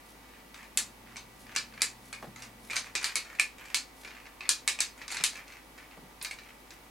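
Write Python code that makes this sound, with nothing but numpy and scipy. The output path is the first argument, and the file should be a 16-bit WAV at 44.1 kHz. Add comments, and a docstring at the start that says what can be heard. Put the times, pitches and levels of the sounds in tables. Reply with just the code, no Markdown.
"""Steel parts at a wooden table

Close by, in a small room, hands fit steel rifle parts together above a wooden table. Filtered slips make
the slides; spikes and damped modes make the ticks and sharp clicks, which bounce off table top and walls.
Shaped noise and unsteady tones make a computer fan nearby; a gliding tone and low noise, a vehicle far
outside. Soft table bumps are decaying low noise, and the fingers' grip is grainy hiss."""
import sys
import numpy as np
from scipy import signal
from scipy.fft import rfft, irfft, next_fast_len
from scipy.io import wavfile
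from scipy.ndimage import map_coordinates

SR = 44100
rng = np.random.default_rng(int(sys.argv[2]) if len(sys.argv) > 2 else 0)


def pcm_store(signal):
    """Save signal as 16-bit PCM."""
    levels = np.round(np.clip(np.atleast_2d(signal), -1, 1) * 32767)
    wavfile.write(sys.argv[1], SR, levels.astype(np.int16).T)


N = 304593
TIME = np.arange(N) / SR  # s
AGE = np.arange(SR // 3) / SR  # time since a contact, s

# steel sliding on steel:
# (start [s], end [s], relative level [dB], boost of the highs [dB])
SLIDES = [(0.219, 0.462, -62.5, -15), (.55, 0.663, -52.5, -5), (1.049, 1.163, -58.5, -10),
          (1.451, 1.555, -53, -11), (1.718, 1.815, -51, -20), (2.379, 2.482, -54, 1),
          (2.686, 2.772, -40.5, -3), (2.826, 2.905, -49, -5), (2.989, 3.147, -42.5, -5.5),
          (3.238, 3.388, -51, -5), (3.569, 3.747, -50.5, -5), (4.027, 4.311, -53, -12),
          (4.407, 4.49, -51, -20), (4.967, 5.068, -52.5, 0), (5.11, 5.234, -43.5, -11),
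          (5.32, 5.406, -48.5, -3), (5.46, 5.584, -52, -6), (5.763, 5.845, -52, -7), (5.9, 5.98, -57, -12),
          (6.421, 6.519, -56, -7), (6.692, 6.778, -62, 7)]
# how long the room rings: (frequency [Hz], t60 [s])
ROOM = [(300, 0.22), (1000, 0.27), (2300, 0.22), (5000, 0.22), (9000, .18), (14000, 0.18)]


def amp(db):
    """Decibels to gain."""
    return 10 ** (np.asarray(db) / 20)


def unit(x):
    """x at rms 1."""
    return x / np.sqrt(np.mean(x ** 2) + 1e-20)


def pulse(x):
    """x with energy 1 per channel, averaged over the channels."""
    return x / np.sqrt(np.mean(np.sum(x ** 2, axis=-1)))


def along(points, hz):
    """(Hz, value) points read on a log frequency axis."""
    f, v = np.transpose(points)
    return np.interp(np.log(hz + 1), np.log(f), v)


def fade(t60):
    """A decay that loses 60 dB in t60 seconds."""
    return np.exp(-np.log(1000) * AGE / t60)


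def wobble(rate):
    """A smooth random curve, rate knots a second."""
    knots = rng.standard_normal(int(N * rate / SR) + 4)
    return map_coordinates(knots, [TIME * rate])


def coloured(x, db_at):
    """x through the causal (minimum-phase) filter whose gain is db_at(Hz)."""
    size = 2 * next_fast_len(x.shape[-1])
    gain = amp(db_at(np.fft.rfftfreq(size, 1 / SR)))
    cepstrum = irfft(np.log(gain))
    # folding the cepstrum forward in time makes the filter causal
    cepstrum[1:size // 2] *= 2
    cepstrum[size // 2 + 1:] = 0
    response = np.exp(rfft(cepstrum))
    return irfft(rfft(x, size) * response)[..., :x.shape[-1]]


def add(track, s, sound):
    """Mix a stereo sound into the track at s seconds."""
    part = track[:, max(round(s * SR), 0):][:, :sound.shape[1]]
    part += sound[:, :part.shape[1]]


def room_tone(air_db=-54.5, waver_db=1.0, drift=0.84):
    """Fan rush and microphone hiss as one wide noise, with slightly unsteady motor tones."""
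    # spectrum of the rush and hiss: (frequency [Hz], relative level [dB per Hz])
    air_spectrum = [(20, -20), (35, -12), (55, -15.5), (86, -15.5), (115, -11), (187, -11), (265, -6.5),
                    (420, -12.5), (650, -13.5), (950, -12.5), (1450, -17.5), (2300, -18), (3200, -21.5),
                    (7500, -27), (10500, -26), (16000, -29)]
    # left-right likeness of that noise: (frequency [Hz], correlation [0 to 1])
    air_likeness = [(50, 0.99), (130, 0.82), (260, 0.81), (520, 0.32), (1000, 0.098), (2200, 0.1),
                    (5000, 0.3), (12000, 0.77)]
    # fan and drive tones: (frequency [Hz], rms level before the waver [dB])
    fan_tones = [(37, -81), (51.8, -64), (70, -82), (264, -73), (466, -77.5), (514, -75.5), (754, -72),
                 (843, -78), (904, -71), (1184, -72.5), (1961, -70.5), (2261, -72.5)]

    def side_db(hz):
        alike = np.clip(along(air_likeness, hz), 0, .995)
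        return along(air_spectrum, hz) + 10 * np.log10((1 - alike) / (1 + alike))

    mid_noise, side_noise = rng.standard_normal((2, N))
    mid = coloured(mid_noise, lambda hz: along(air_spectrum, hz))
    side = coloured(side_noise, side_db)
    air = amp(air_db) * unit(np.array([mid + side, mid - side]))
    for hz, db in fan_tones:
        unsteady = min(hz / 900, 1)  # high orders magnify small changes of speed
        phase = 2 * np.pi * hz * TIME + drift * unsteady * wobble(9)
        level = amp(db + waver_db * unsteady * wobble(3.65))
        air += level * unit(np.sin(phase))
    return air


def far_engine(rise_s=0.69, end_s=3.2, fall_s=.3, rumble_db=-62):
    """Only the firing note and a low rumble come through the wall; the note rises, then sags."""
    # the firing note: (time [s], pitch [Hz], level before the fade in and out of earshot [dB])
    firing_note = [(.4, 113, -86), (1, 114.4, -68), (2.1, 121, -65), (2.35, 121.5, -61),
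                   (2.7, 110.8, -66.5), (2.95, 108.5, -68)]
    # the rumble through the wall: (frequency [Hz], relative level [dB per Hz])
    rumble_spectrum = [(100, -51), (170, -8.5), (210, 3), (255, 1), (330, -14.5), (700, -28), (2000, -64)]
    s, hz, note_db = np.transpose(firing_note)
    phase = 2 * np.pi * np.cumsum(np.interp(TIME, s, hz)) / SR
    note = amp(np.interp(TIME, s, note_db)) * unit(np.sin(phase))
    noise = rng.standard_normal(N)
    rumble = amp(rumble_db) * unit(coloured(noise, lambda f: along(rumble_spectrum, f)))
    earshot = np.clip(np.minimum(TIME / rise_s, (end_s - TIME) / fall_s), 0, 1)
    return earshot * (note + rumble)


def bumps(thud_t60=0.16, knock_t60=.05, soft_s=0.0012):
    """A padded blow makes the table top thud and knock; each microphone hears it a little differently."""
    # soft bumps on the table: (time [s], thud level [dB], wooden knock level [dB])
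    table_bumps = [(2.225, -56, -47), (2.242, -67, -50.5), (2.27, -51, -60), (5.2, -56, -57),
                   (5.972, -58, -56.5), (6.028, -57, -80)]
    # the table top, each: (frequency [Hz], relative level [dB per Hz])
    thud_spectrum = [(60, -49), (130, -6), (190, -4.5), (300, -16.5), (600, -22), (2000, -72)]
    knock_spectrum = [(150, -21), (400, -6.5), (650, -4), (1100, -9.5), (1700, -16.5), (4000, -27.5),
                      (10000, -39)]
    track = np.zeros((2, N))
    for s, thud_db, knock_db in table_bumps:
        thud = thud_spectrum, thud_db, thud_t60
        knock = knock_spectrum, knock_db, knock_t60
        for spectrum, db, t60 in (thud, knock):
            decay = fade(t60) + .3 * fade(along(ROOM, 400))  # the board, then the room
            envelope = decay * (1 - np.exp(-AGE / soft_s))
            shared = rng.standard_normal(len(AGE))
            apart = 0.3 * rng.standard_normal((2, len(AGE)))
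            board = coloured((shared + apart) * envelope, lambda hz: along(spectrum, hz))
            add(track, s, amp(db) * np.sqrt(SR / 20) * pulse(board))  # level over 50 ms
    return track


def fingers(grain_db=3, brush_s=0.15):
    """Fingertips shifting their grip on the steel give short swells of grainy hiss."""
    # shifts of grip: (time of the peak [s], level at the peak [dB])
    grip_shifts = [(.1, -61.5), (1.42, -59), (2.06, -57.5), (2.24, -62.5), (2.66, -55.5), (4.01, -57.5)]
    # dry skin on steel: (frequency [Hz], relative level [dB per Hz])
    skin_spectrum = [(1000, -19), (4000, -2), (8000, -4), (11000, -0.5), (15000, -19)]
    grip = np.zeros(N)
    for s, db in grip_shifts:
        grip += amp(db) * np.maximum(1 - 2 * np.abs(TIME - s) / brush_s, 0)
    grains = rng.standard_normal(N) * amp(grain_db * wobble(160))
    hiss = coloured(grains, lambda hz: along(skin_spectrum, hz))
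    return grip * unit(hiss)


def in_room(x, blur_db=1.0, blur_t60=0.0062, bounce_db=1, walls_db=-5, tail_db=4, side_db=-8.5,
            build_s=0.0043):
    """Direct sound blurred by the parts around it, a bounce off the table, near walls, diffuse tail."""
    hz, t, z = signal.stft(rng.standard_normal((2, len(AGE))), SR, nperseg=256)
    decay = np.exp(-np.log(1000) * t / along(ROOM, hz)[:, None])
    tail = signal.istft(z * decay, SR)[1][:, :len(AGE)]
    tail = pulse(tail * (1 - np.exp(-AGE / build_s)))

    walls = np.zeros_like(tail)
    delay = rng.uniform(.004, .03, size=8)  # s
    walls[:, (delay * SR).astype(int)] = rng.standard_normal((2, len(delay))) / np.sqrt(delay)

    blur = pulse(rng.standard_normal(tail.shape) * fade(blur_t60))
    mid, side = amp(tail_db) * tail + amp(walls_db) * pulse(walls) + amp(blur_db) * blur
    mid[0] += 1  # the direct sound
    bounce = pulse(rng.standard_normal(len(AGE)) * fade(0.0025))
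    lag = int(rng.uniform(0.001186, .0021) * SR)  # the hands move, so the path changes
    mid[lag:] += amp(bounce_db) * bounce[:len(AGE) - lag]
    side = side * amp(side_db)
    return signal.fftconvolve(x[None], np.array([mid + side, mid - side]), axes=1)


def housing_ring():
    """Each contact point shares the blow differently among the hollow housing's modes."""
    # the steel housing, damped by the hand:
    # (frequency [Hz], strength before a random scatter [dB], t60 [s])
    housing_modes = [(1655, -8, 0.079), (1740, -1.5, 0.11), (2190, -2, 0.044), (2190, 1.5, 0.06),
                     (2348, 5, 0.033), (2368, -1.5, 0.071), (2450, -6.5, 0.16), (2604, -2.5, 0.075),
                     (2625, -9.5, 0.073), (2980, -34, .08), (3880, 2, 0.067), (4260, 4, 0.058),
                     (4420, -13, 0.11), (4960, -15, 0.16), (4970, -14, 0.088)]
    hz, db, t60 = np.transpose(housing_modes)[:, :, None]
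    strength = amp(db + rng.normal(0, 3, hz.shape)) * rng.choice([-1, 1], hz.shape)
    modes = strength * np.sin(2 * np.pi * hz * AGE) * fade(t60)
    return pulse(np.sum(modes, axis=0))


def hardness(hz, knock_db, ring_db, bright_db):
    """A padded contact is fuller low down and in the housing's band; a small hard one is brighter."""
    low = 1 / (1 + (hz / 1700) ** 4)
    hollow = np.exp(-((hz - 2380) / 520) ** 2)
    high = 1 - 1 / (1 + (hz / 6900) ** 6)
    return knock_db * low + ring_db * hollow + bright_db * high


def slides(catch_rate=240, spread_db=7, ring_db=-15, hollow_db=2, gain_db=-2.0):
    """Sliding faces catch on each other in tiny uneven slips (catch_rate per s) that ring the housing."""
    # sliding friction: (frequency [Hz], relative level [dB per Hz])
    friction_spectrum = [(200, -25), (600, -12), (1200, 0.5), (1750, 4), (2350, 3.5), (3100, -2),
                         (4300, -12), (7000, -8), (9500, -21), (12000, -9), (15000, -34)]
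    track = np.zeros((2, N))
    for start, end, db, bright_db in SLIDES:
        length = max(int((end - start) * SR), SR // 20)
        caught = rng.random(length) < catch_rate / SR
        sizes = amp(spread_db * rng.uniform(-2.5, 2.3, length))
        signs = rng.choice([-1, 1], length)
        slips = caught * signs * sizes * signal.windows.tukey(length, .3)
        slips = np.pad(slips, (0, len(AGE)))  # room for the ring
        rasp = pulse(coloured(slips, lambda hz: along(friction_spectrum, hz)))
        ring = pulse(signal.fftconvolve(slips, housing_ring())[:len(slips)])
        rub = coloured(rasp + amp(ring_db) * ring, lambda hz: hardness(hz, 0, hollow_db, bright_db))
        add(track, start, amp(db + gain_db) * np.sqrt(length) * pulse(in_room(rub)))
    return track


def part_ring(t60, count=14):
    """Pins, levers and springs add a different handful of short high modes at every contact."""
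    hz = rng.uniform(3500, 10000, (count, 1))
    modes = rng.standard_normal((count, 1)) * np.sin(2 * np.pi * hz * AGE)
    return pulse(np.sum(modes, axis=0) * fade(t60))


def touch(db, firm_db=-41, graze_s=0.0014):
    """A spike, then a few milliseconds of noisy grazing that weakens as blows get firmer than firm_db."""
    graze = pulse(rng.standard_normal(len(AGE)) * AGE * np.exp(-AGE / graze_s))
    return amp(min(firm_db - db, 0)) * graze - signal.unit_impulse(len(AGE))


def contact(db, hollow_db, bright_db, ping_hz, ring_db=-11, part_db=-11, ping_db=5, ping_width_hz=260):
    """One contact rings the housing, small parts and piece struck; the lighter it is, the more it knocks."""
    # a contact of middling hardness: (frequency [Hz], relative level [dB per Hz])
    contact_spectrum = [(120, -37.5), (350, -14), (700, -14), (1200, -6.5), (1750, -4), (2400, -0.5),
                        (3200, -4), (4400, 0.5), (5500, -2), (7300, -1), (9500, -2), (16000, -1.5)]
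    # contact time sets a cut-off, higher for a bare edge, which sounds light and bright
    bare_edge = db < -36 and bright_db > 2
    cutoff_hz = 14000 if bare_edge else 9710
    # the fingers pad a light contact, so it knocks lower
    firm_db, firm_knock_db = -27.5, -2.5  # a firm blow and its knock
    padding = 0.44  # dB of knock gained per dB softer
    knock_per_ring = 0.58  # a blow on the housing knocks too: dB of knock per dB of ring
    knock_db = firm_knock_db + padding * (firm_db - db) + knock_per_ring * hollow_db

    def blow_db(hz):
        ping = ping_db / (1 + ((hz - ping_hz) / ping_width_hz) ** 2)  # the piece struck
        softness = -10 * np.log10(1 + (hz / cutoff_hz) ** 14)
        return along(contact_spectrum, hz) + ping + softness

    blow = pulse(coloured(touch(db), blow_db))
    small_parts = part_ring(.04)  # the hand damps them quickly
    steel = blow + amp(ring_db) * housing_ring() + amp(part_db) * small_parts
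    steel = coloured(steel, lambda hz: hardness(hz, knock_db, hollow_db, bright_db))
    return amp(db) * np.sqrt(SR / 20) * pulse(in_room(steel))  # level over 50 ms


def ticks(hollow_db=7, low_hz=4200, high_hz=8500):
    """As the parts slide, their edges knock together lightly at uneven moments."""
    rate = 18  # per s
    offset_db, scatter_db = -4, 0.5  # against the slide's tabled level
    track = np.zeros((2, N))
    for start, end, db, bright_db in SLIDES:
        count = max(round((end - start) * rate), 1)
        for k in range(count):
            s = start + (end - start) * (k + rng.random() / 2) / count
            tick_db = db + offset_db + scatter_db * rng.standard_normal()
            ping_hz = rng.uniform(low_hz, high_hz)
            add(track, s, contact(tick_db, hollow_db, bright_db, ping_hz))
    return track


def clicks():
    """Parts meet and snap home, each contact a blow that sets steel ringing."""
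    # steel contacts: (time [s], level over 50 ms [dB], boost of the housing's band [dB],
    # boost of the highs [dB], resonance of the piece struck [Hz])
    steel_contacts = [(0.544, -52, 3, -7, 7500), (.7734, -27, 1, 5.5, 7300), (1.159, -49.5, 13, -7, 6100),
                      (1.168, -45.5, -0.5, -9, 6100), (1.5506, -45.5, 9, -2, 6900),
                      (1.5621, -30, 0, -9, 6900), (1.8076, -46.5, 8, -7, 7300),
                      (1.819, -26.5, 2.5, 3, 7300), (2.128, -42, 9.5, -3, 8900),
                      (2.3605, -50.5, 5.5, -7, 6400), (2.422, -48, 4.5, 1.5, 5200),
                      (2.699, -43.5, 18, -2, 7000), (2.71, -39.5, 11, -4.5, 8250),
                      (2.7578, -39.5, -5, -8, 6200), (2.766, -31.5, 0.5, -6, 6140),
                      (2.9527, -31.5, 2.5, -7, 6480), (3.0286, -43, 5, -2, 8800),
                      (3.0433, -31.3, 0.5, -1, 4360), (3.156, -30, 5, 0.5, 4170),
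                      (3.3872, -44.5, 20, -19, 8200), (3.3972, -24.5, 11.5, 2, 8500),
                      (3.7453, -28, -0.5, -1.5, 6550), (4.0482, -47, 9.5, -10, 7700),
                      (4.0759, -52, 1, -16, 6400), (4.4075, -43, 10.5, -20, 4140),
                      (4.4551, -47.5, 14, -21, 4200), (4.492, -24.5, -6, -1, 6650),
                      (4.6771, -27, 4.5, -0.5, 8500), (4.7894, -38.5, 9, -11, 7750),
                      (4.8052, -28, 0, -0.5, 6200), (5.0163, -47.5, 6, -32, 6200), (5.08, -44, 2, -5, 5800),
                      (5.104, -44, 6, -1, 6840), (5.115, -42, -1, -1, 6900), (5.1224, -42.5, 2, -3, 6300),
                      (5.146, -41.5, 8, 1, 4200), (5.1686, -39, 2, -8, 4200), (5.2093, -44, 4, -14, 7500),
                      (5.2384, -26, -2.5, -0.5, 9540), (5.356, -46.5, 15, -8, 4195),
                      (6.2135, -45.5, 1, -16, 10100), (6.2257, -43.5, 0, 8, 4500),
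                      (6.248, -38.5, 3, -6, 4400), (6.3109, -41.5, 9.5, 0, 4470),
                      (6.387, -51, 4, -16, 6200), (6.7058, -53, 4, -11, 5900)]
    track = np.zeros((2, N))
    for s, *blow in steel_contacts:
        add(track, s, contact(*blow))
    return track


def scene():
    """The quiet room, and the handwork in front of the microphone."""
    background = room_tone() + far_engine()
    handwork = bumps() + fingers() + slides() + ticks() + clicks()
    return background + handwork


def record(dry, top_hz=16000):
    """Nothing sounds from top_hz upwards."""
    size = next_fast_len(N + SR // 2)
    kept = np.fft.rfftfreq(size, 1 / SR) < top_hz
    return irfft(rfft(dry, size) * kept, size)[:, :N]


dry = scene()
out = record(dry)
pcm_store(out)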